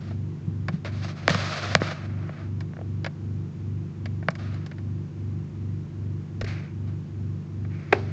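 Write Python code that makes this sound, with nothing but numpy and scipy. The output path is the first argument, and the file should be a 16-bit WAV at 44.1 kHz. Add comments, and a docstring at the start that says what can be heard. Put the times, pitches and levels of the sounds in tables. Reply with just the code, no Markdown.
"""A throbbing refrigerator hum in a quiet room, over a low drone and an even hiss.
The compressor runs just behind the mains, so its orders beat at the motor's slip rate.
Close by, fingers shift on a hand-held camera: skin rubs and rasps over the plastic case,
which clicks, creaks and thumps against the microphone and ends with a hollow snap."""
import sys
import numpy as np
from scipy import signal
from scipy.fft import rfft, irfft, next_fast_len
from scipy.io import wavfile
from scipy.ndimage import map_coordinates

SR = 44100
rng = np.random.default_rng(int(sys.argv[2]) if len(sys.argv) > 2 else 0)


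def unload_audio(sound):
    """Save the sound as a 16-bit wav file, at the path given as the first command line argument."""
    columns = np.transpose(np.atleast_2d(sound))
    # keep every value between -1 and 1, then stretch to whole-number steps
    steps = np.round(np.clip(columns, -1, 1) * 32767)
    wavfile.write(sys.argv[1], SR, steps.astype(np.int16))


N = 358091

# plastic case modes: centre_hz, width_hz, gain_db
CASE_MODES = [(473, 120, -1.5), (655, 138, 3.5), (1115, 160, -1.5), (1535, 444, 0), (1967, 564, -1),
              (2316, 190, -1.5), (2840, 450, -12), (3650, 880, -11.5), (4990, 1180, -13), (7150, 690, -19)]


def amp(db):
    """Decibels to gain."""
    return 10 ** (np.asarray(db) / 20)


def unit(x):
    """Scale to rms 1."""
    return x / np.sqrt(np.mean(x ** 2) + 1e-20)


def along(points, hz):
    """Interpolate (freq_hz, value) points on a log frequency axis."""
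    freqs_hz, values = np.transpose(points)
    return np.interp(np.log(hz + 1), np.log(freqs_hz + 1), values)


def wobble(knots_per_s):
    """Smooth random curve."""
    knots = rng.standard_normal(int(N * knots_per_s / SR) + 4)
    return map_coordinates(knots, [np.arange(N) * knots_per_s / SR])


def filtered(x, response):
    """Apply a complex frequency response."""
    size = next_fast_len(len(x) + 8192)
    return irfft(rfft(x, size) * response(np.fft.rfftfreq(size, 1 / SR)), size)[:len(x)]


def noise(spectrum):
    """Coloured noise of rms 1."""
    return unit(filtered(rng.standard_normal(N), lambda hz: amp(along(spectrum, hz))))


def add(track, start_s, x):
    """Mix x into the track."""
    part = track[max(round(start_s * SR), 0):][:len(x)]
    part += x[:len(part)]


def room(x):
    """Wall reflections; the treble dies first."""
    decay = [(200, 0.59), (1500, 0.14), (8000, 0.13)]  # reverberation: freq_hz, t60_s
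    hz, t, spectra = signal.stft(rng.standard_normal(SR // 2), SR, nperseg=256)
    tail = signal.istft(spectra * amp(-60 * t / along(decay, hz)[:, None]), SR, nperseg=256)[1]
    return signal.fftconvolve(x, np.pad(tail, (SR // 200, 0)) / np.linalg.norm(tail))[:N]


def background(drone_db=-47, air_db=-57):
    """The cabinet's low drone under an even hiss."""
    drone_spectrum = [(20, -28), (40, -19.5), (58, -11), (72, -11.5), (110, -5), (165, -1), (200, -2),
                      (270, -13), (400, -17), (520, -25), (800, -67.5)]  # freq_hz, relative_density_db
    air_spectrum = [(260, -22.5), (450, -3), (549, -5), (591, -7.5), (891, -9.5), (997, -9), (1130, -9.5),
                    (1260, -11.5), (1860, -15), (2380, -16.5), (3630, -22.5), (6930, -26), (8770, -47),
                    (11400, -80), (19300, -120)]  # freq_hz, relative_density_db
    return amp(drone_db) * noise(drone_spectrum) + amp(air_db) * noise(air_spectrum)


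def hump(hz, centre_hz, peak_db, fall_db_per_oct):
    """Level in dB on the flank of a spectral hump."""
    return peak_db - fall_db_per_oct * abs(np.log2(hz / centre_hz))


def compressor_orders(stroke_hz, upper_crest_s=0.23, crest_swing_s=0.094):
    """Yield each order, the levels of its line and two slip sidebands, and its throb's crest time."""
    strong_orders = [(-52.5, -53, .18), (-35.5, -37.5, .19), (-45.5, -48, .19), (-39, -47.5, .29),
                     (-45, -53, 0.29), (-49, -57.5, .3), (-50, -54.5, .14), (-52, -57.5, 0.18)]  # third order upwards: line_db, sideband_db, crest_s
    # humps over the weaker lines: centre_hz, peak_db, fall_db_per_oct
    upper_lines = (360, -62, 29)
    upper_sidebands = (327, -53.5, 55)
    second_sidebands = (238, -56.5, 21)
    for row, order in enumerate(range(3, 20)):
        hz = order * stroke_hz
        if row < len(strong_orders):
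            line_db, sideband_db, crest_s = strong_orders[row]
        else:
            line_db, sideband_db = hump(hz, *upper_lines), hump(hz, *upper_sidebands)
            crest_s = upper_crest_s + crest_swing_s * (-1) ** order  # even late, odd early
        yield order, (line_db, sideband_db, hump(hz, *second_sidebands)), crest_s


def compressor(mains_hz=49.985, stroke_hz=24.356, smear_rad=0.85, scatter_rad=0.45, waver_db=1.0):
    """Piston strokes mix with the motor's magnetic pull: each order beats with its slip sidebands."""
    buzz_lines = [(299.91, -55), (324.3, -57), (348.65, -56), (373.0, -68)]  # motor and cabinet buzz: pitch_hz, level_db
    t, hum = np.arange(N) / SR, np.zeros(N)
    slip_hz = 2 * mains_hz - 4 * stroke_hz
    for order, levels_db, crest_s in compressor_orders(stroke_hz):
        # the cabinet delays each order differently, smearing the strokes into a flutter
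        offset_rad = smear_rad * (order - 4) ** 2 + scatter_rad * rng.standard_normal()
        stroke_rad = 2 * np.pi * order * stroke_hz * t + offset_rad
        slip_rad = 2 * np.pi * slip_hz * (t - crest_s)
        hum += sum(amp(db) * np.cos(stroke_rad + k * slip_rad) for k, db in enumerate(levels_db))
    buzz = sum(amp(db) * np.sin(2 * np.pi * (hz * t + rng.random())) for hz, db in buzz_lines)
    return np.sqrt(2) * (hum + buzz * amp(-waver_db * wobble(3)))


def movement(start_s, length_s, level_db, swell_db, attack_s=0.015, release_db_per_s=330):
    """Gain of a hand movement: attack, a hold that swells or fades through level_db, release."""
    t = np.arange(N) / SR - start_s
    hold_db = level_db + swell_db * (np.clip(t / length_s, 0, 1) - 0.5)
    return np.clip(t / attack_s, 0, 1) * amp(hold_db - release_db_per_s * np.maximum(t - length_s, 0))


def grip(shift_gain_db=-2, rest_db=-74):
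    """The hand shakes the microphone, faintly at rest and more when it shifts."""
    shifts = [(.09, .07, -58, -1), (1.268, 0.085, -57, 1), (1.73, 0.046, -55, 3), (5.25, 0.65, -54.5, 2),
              (6.41, .07, -40, -1.5), (7.915, 0.18, -56, -1)]  # grip shifts: start_s, length_s, relative_db, swell_db
    gain = amp(rest_db) + amp(shift_gain_db) * sum(movement(*shift) for shift in shifts)
    return gain * noise([(15, -21), (35, -14.5), (57, -4.5), (68, -3.5), (110, -37.5), (300, -100)])


def resonances(modes, hz):
    """Causal response of (centre_hz, width_hz, gain_db) modes of alternating sign."""
    return sum((-1) ** k * amp(db) * 1j * hz * width / (centre ** 2 - hz ** 2 + 1j * hz * width)
               for k, (centre, width, db) in enumerate(modes))


def click(modes, level_db, tilt_db_per_oct, length_s, limit_hz, travel_s, grit=0.43):
    """Plastic lets go: a jolt and tiny slips ring its modes. 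Energy equals 10 ms at level_db."""
    t = np.arange(SR // 6) / SR
    slip_envelope = amp(-30 * t / length_s) * min(length_s * 100, 1)
    force = grit * rng.standard_normal(len(t)) * slip_envelope
    force[0] += 1  # the jolt

    def response(hz):
        tilt = amp(tilt_db_per_oct * np.log2(np.hypot(hz, 400) / 1000))
        contact = 1 / np.sqrt(1 + (hz / limit_hz) ** 6)  # a softer contact passes less treble
        # bending waves bring the treble first; travel_s is the delay at 1 kHz
        dispersion = np.exp(-4j * np.pi * travel_s * np.sqrt(1000 * hz))
        return resonances(modes, hz) * tilt * contact * dispersion

    x = filtered(force, response)
    return amp(level_db) * x / np.sqrt(np.sum(x ** 2) / (SR / 100) + 1e-20)


def rasp(grain_db=3, limit_hz=2700):
    """A fingertip slips coarsely along an edge, catching the case's middle modes."""
    strokes = [(1.992, 0.41, -72, -1), (6.453, 0.24, -50, -17.5), (7.7, .42, -57, 2)]  # edge strokes: start_s, length_s, level_db, swell_db
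    modes = [(1490, 180, -7.5), (2260, 430, 0.5)]
    slips = rng.standard_normal(N) * amp(grain_db * wobble(300))
    edge = unit(filtered(slips, lambda hz: resonances(modes, hz) / (1 + (hz / limit_hz) ** 8)))
    return edge * sum(movement(*stroke) for stroke in strokes)


def ticks(rub_gain, ticks_per_s=4.3, relative_db=-3, scatter_db=1):
    """Sliding skin catches at random, the louder the harder it rubs."""
    track = np.zeros(N)
    for position, size in rng.random((round(ticks_per_s * N / SR), 2)):
        db = relative_db + scatter_db * (2 * size - 1)
        tick = click(CASE_MODES, db, tilt_db_per_oct=-2.5, length_s=0.0065, limit_hz=4500, travel_s=8e-4)
        add(track, position * N / SR, rub_gain[int(position * N)] * tick)
    return track


def fingers(grain_db=0.5, flutter_db=1.26, split_hz=3000, hiss_swell_ratio=1.5):
    """Skin drags over the case in fine uneven slips: hollow rub below, dry hiss above, small ticks."""
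    strokes = [(0, .12, -54.5, 2, -7), (0.717, 0.027, -51.5, -1, -7.5), (0.845, 0.019, -33.5, -4.5, -10),
               (0.912, 0.11, -51, 5.5, -6), (1.017, 0.031, -42.5, 1, -5), (1.08, 0.029, -42, -7.5, -4),
               (1.153, 0.13, -47, 3, -8.5), (1.282, .45, -33.5, -3.5, -6), (1.798, 0.12, -34.5, -1.5, -9),
               (1.936, 0.12, -47.5, 3.5, -13.5), (2.086, .35, -51.5, 5, -16.5),
               (4.379, 0.28, -52, -10, -11), (6.462, .2, -50, -12.5, -7), (6.863, 0.033, -55, -3, -9),
               (7.7, 0.27, -57, 7, -10.5), (7.92, 0.21, -51.5, -5, -8.5)]  # finger strokes: start_s, length_s, rub_db, swell_db, hiss_re_rub_db
    friction_spectrum = [(200, -32.5), (350, -10), (480, -2.5), (630, 5), (920, -7), (1250, 2.5),
                         (1550, -0.5), (1900, -3), (2250, -3), (3000, -11), (4600, -12), (6700, -22.5),
                         (8000, -36), (9500, -58)]  # freq_hz, relative_density_db
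    rub_gain, hiss_gain = np.zeros((2, N))
    for start_s, length_s, rub_db, swell_db, hiss_re_rub_db in strokes:
        rub_gain += movement(start_s, length_s, rub_db, swell_db)
        hiss_gain += movement(start_s, length_s, rub_db + hiss_re_rub_db, hiss_swell_ratio * swell_db)
    slips = rng.standard_normal(N) * amp(grain_db * wobble(560) + flutter_db * wobble(65))
    lowpass = lambda hz: 1 / (1 + (hz / split_hz) ** 8)
    rub = unit(filtered(slips, lambda hz: amp(along(friction_spectrum, hz)) * lowpass(hz)))
    hiss = unit(filtered(slips, lambda hz: amp(along(friction_spectrum, hz)) * (1 - lowpass(hz))))
    return rub_gain * rub + hiss_gain * hiss + ticks(rub_gain)


def ring(pitch_hz, t60_s, attack_s):
    """One damped mode with a soft start, peak 1."""
    t = np.arange(SR // 5) / SR
    envelope = amp(-60 * t / t60_s) * (1 - np.exp(-(t / attack_s) ** 2))
    x = np.sin(2 * np.pi * pitch_hz * t) * envelope
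    return x / np.abs(x).max()


def case_bumps():
    """Finger pads thump the camera's low mode; fingertips knock on stiffer spots."""
    thumps = [(0.476, -18), (.688, -24), (.736, -17), (1.302, -14), (1.348, -17), (1.754, -15.5),
              (1.814, -21), (4.285, -21.5)]  # start_s, peak_db
    knocks = [(1.282, -19.5, 270, 0.019), (1.818, -13, 362, 0.0047), (6.413, -29, 487, .027),
              (6.44, -30.5, 410, 0.037), (7.93, -26.5, 289, 0.063)]  # start_s, peak_db, pitch_hz, t60_s
    track = np.zeros(N)
    for start_s, peak_db in thumps:
        add(track, start_s, amp(peak_db) * ring(pitch_hz=163.3, t60_s=0.047, attack_s=0.0067))
    for start_s, peak_db, pitch_hz, t60_s in knocks:
        add(track, start_s, amp(peak_db) * ring(pitch_hz, t60_s, attack_s=0.91 / pitch_hz))
    return track


def case_clicks(creak_s=0.019, jolt_s=0.00094, let_go_db=-24, transition_db=2.4, room_db=-23):
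    """Clicks and dull taps ring the case. A light contact creaks on, a hard one lets go at once."""
    clicks = [(.109, -43.5, -8, 6050), (.683, -28.5, -3.5, 7100), (.8465, -34.5, -2.5, 5500),
              (1.081, -43, -2, 4500), (1.2789, -14, -.5, 5400), (1.294, -24, 1, 5960),
              (1.301, -25, 2, 6950), (1.3453, -24, 1.5, 5000), (1.7507, -11.5, 1, 8000),
              (2.605, -42, 1.5, 5960), (3.044, -31.5, 3, 3940), (3.062, -29.5, 2, 3980),
              (4.056, -37.5, 0.5, 5340), (4.226, -43, 0, 2180), (4.2847, -19, 2.5, 2360),
              (4.304, -45, 5, 6500), (4.352, -41.5, 0.5, 7000), (4.542, -47.5, 2, 5960),
              (4.662, -44, 2.5, 6500), (4.713, -43, 2.5, 3460), (4.782, -48, 1.5, 3500),
              (6.411, -33, 1, 5760), (6.443, -39.5, 4, 5430), (7.648, -47.5, 1.5, 2520)]  # start_s, level_db, tilt_db_per_oct, limit_hz
    taps = [(1.817, -27.5, -4), (2.292, -38.5, -7), (2.734, -47.5, -3), (2.767, -46, -5),
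            (2.789, -40.5, -12.5), (2.812, -39.5, -11)]  # start_s, level_db, tilt_db_per_oct
    track = np.zeros(N)
    for start_s, db, tilt, limit_hz in clicks:
        length_s = jolt_s + creak_s / (1 + np.exp((db - let_go_db) / transition_db))
        add(track, start_s, click(CASE_MODES, db, tilt, length_s, limit_hz, travel_s=0.000802))
    for start_s, db, tilt in taps:
        tap = click(CASE_MODES, db, tilt, length_s=0.0046, limit_hz=3000, travel_s=0.000785)
        add(track, start_s, tap)
    return track + amp(room_db) * room(track)


def shell_snap(room_db=-16):
    """The hollow shell catches, gives and slaps home, sounding out into the room."""
    shell_modes = [(396, 76, 5.5), (560, 116, -1), (755, 130, -3), (1135, 81, 3), (1560, 177, -0.5),
                   (2380, 345, -3), (2620, 240, -7), (3430, 610, -19.5), (4800, 410, -28),
                   (5960, 1000, -37.5)]  # centre_hz, width_hz, gain_db
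    jolts = [(7.9247, -21.5), (7.927, -11.5), (7.93, -17.5)]  # start_s, level_db
    track = np.zeros(N)
    for start_s, level_db in jolts:
        add(track, start_s, click(shell_modes, level_db, tilt_db_per_oct=-0.5, length_s=0.0053,
                                  limit_hz=7150, travel_s=0.00077, grit=0.27))
    return track + amp(room_db) * room(track)


def scene():
    """Refrigerator, room and hand at one microphone."""
    steady = compressor() + background()
    hand = case_clicks() + case_bumps() + shell_snap() + fingers() + rasp() + grip()
    return (steady + hand)[None]


def record(dry):
    """The camera rounds off peaks just under full scale and cuts the top treble."""
    ceiling, limit_hz = 0.95, 8600
    rounded = dry[0] / (1 + (dry[0] / ceiling) ** 6) ** (1 / 6)
    return filtered(rounded, lambda hz: 1 / np.sqrt(1 + (hz / limit_hz) ** 80))[None]


dry = scene()
out = record(dry)
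unload_audio(out)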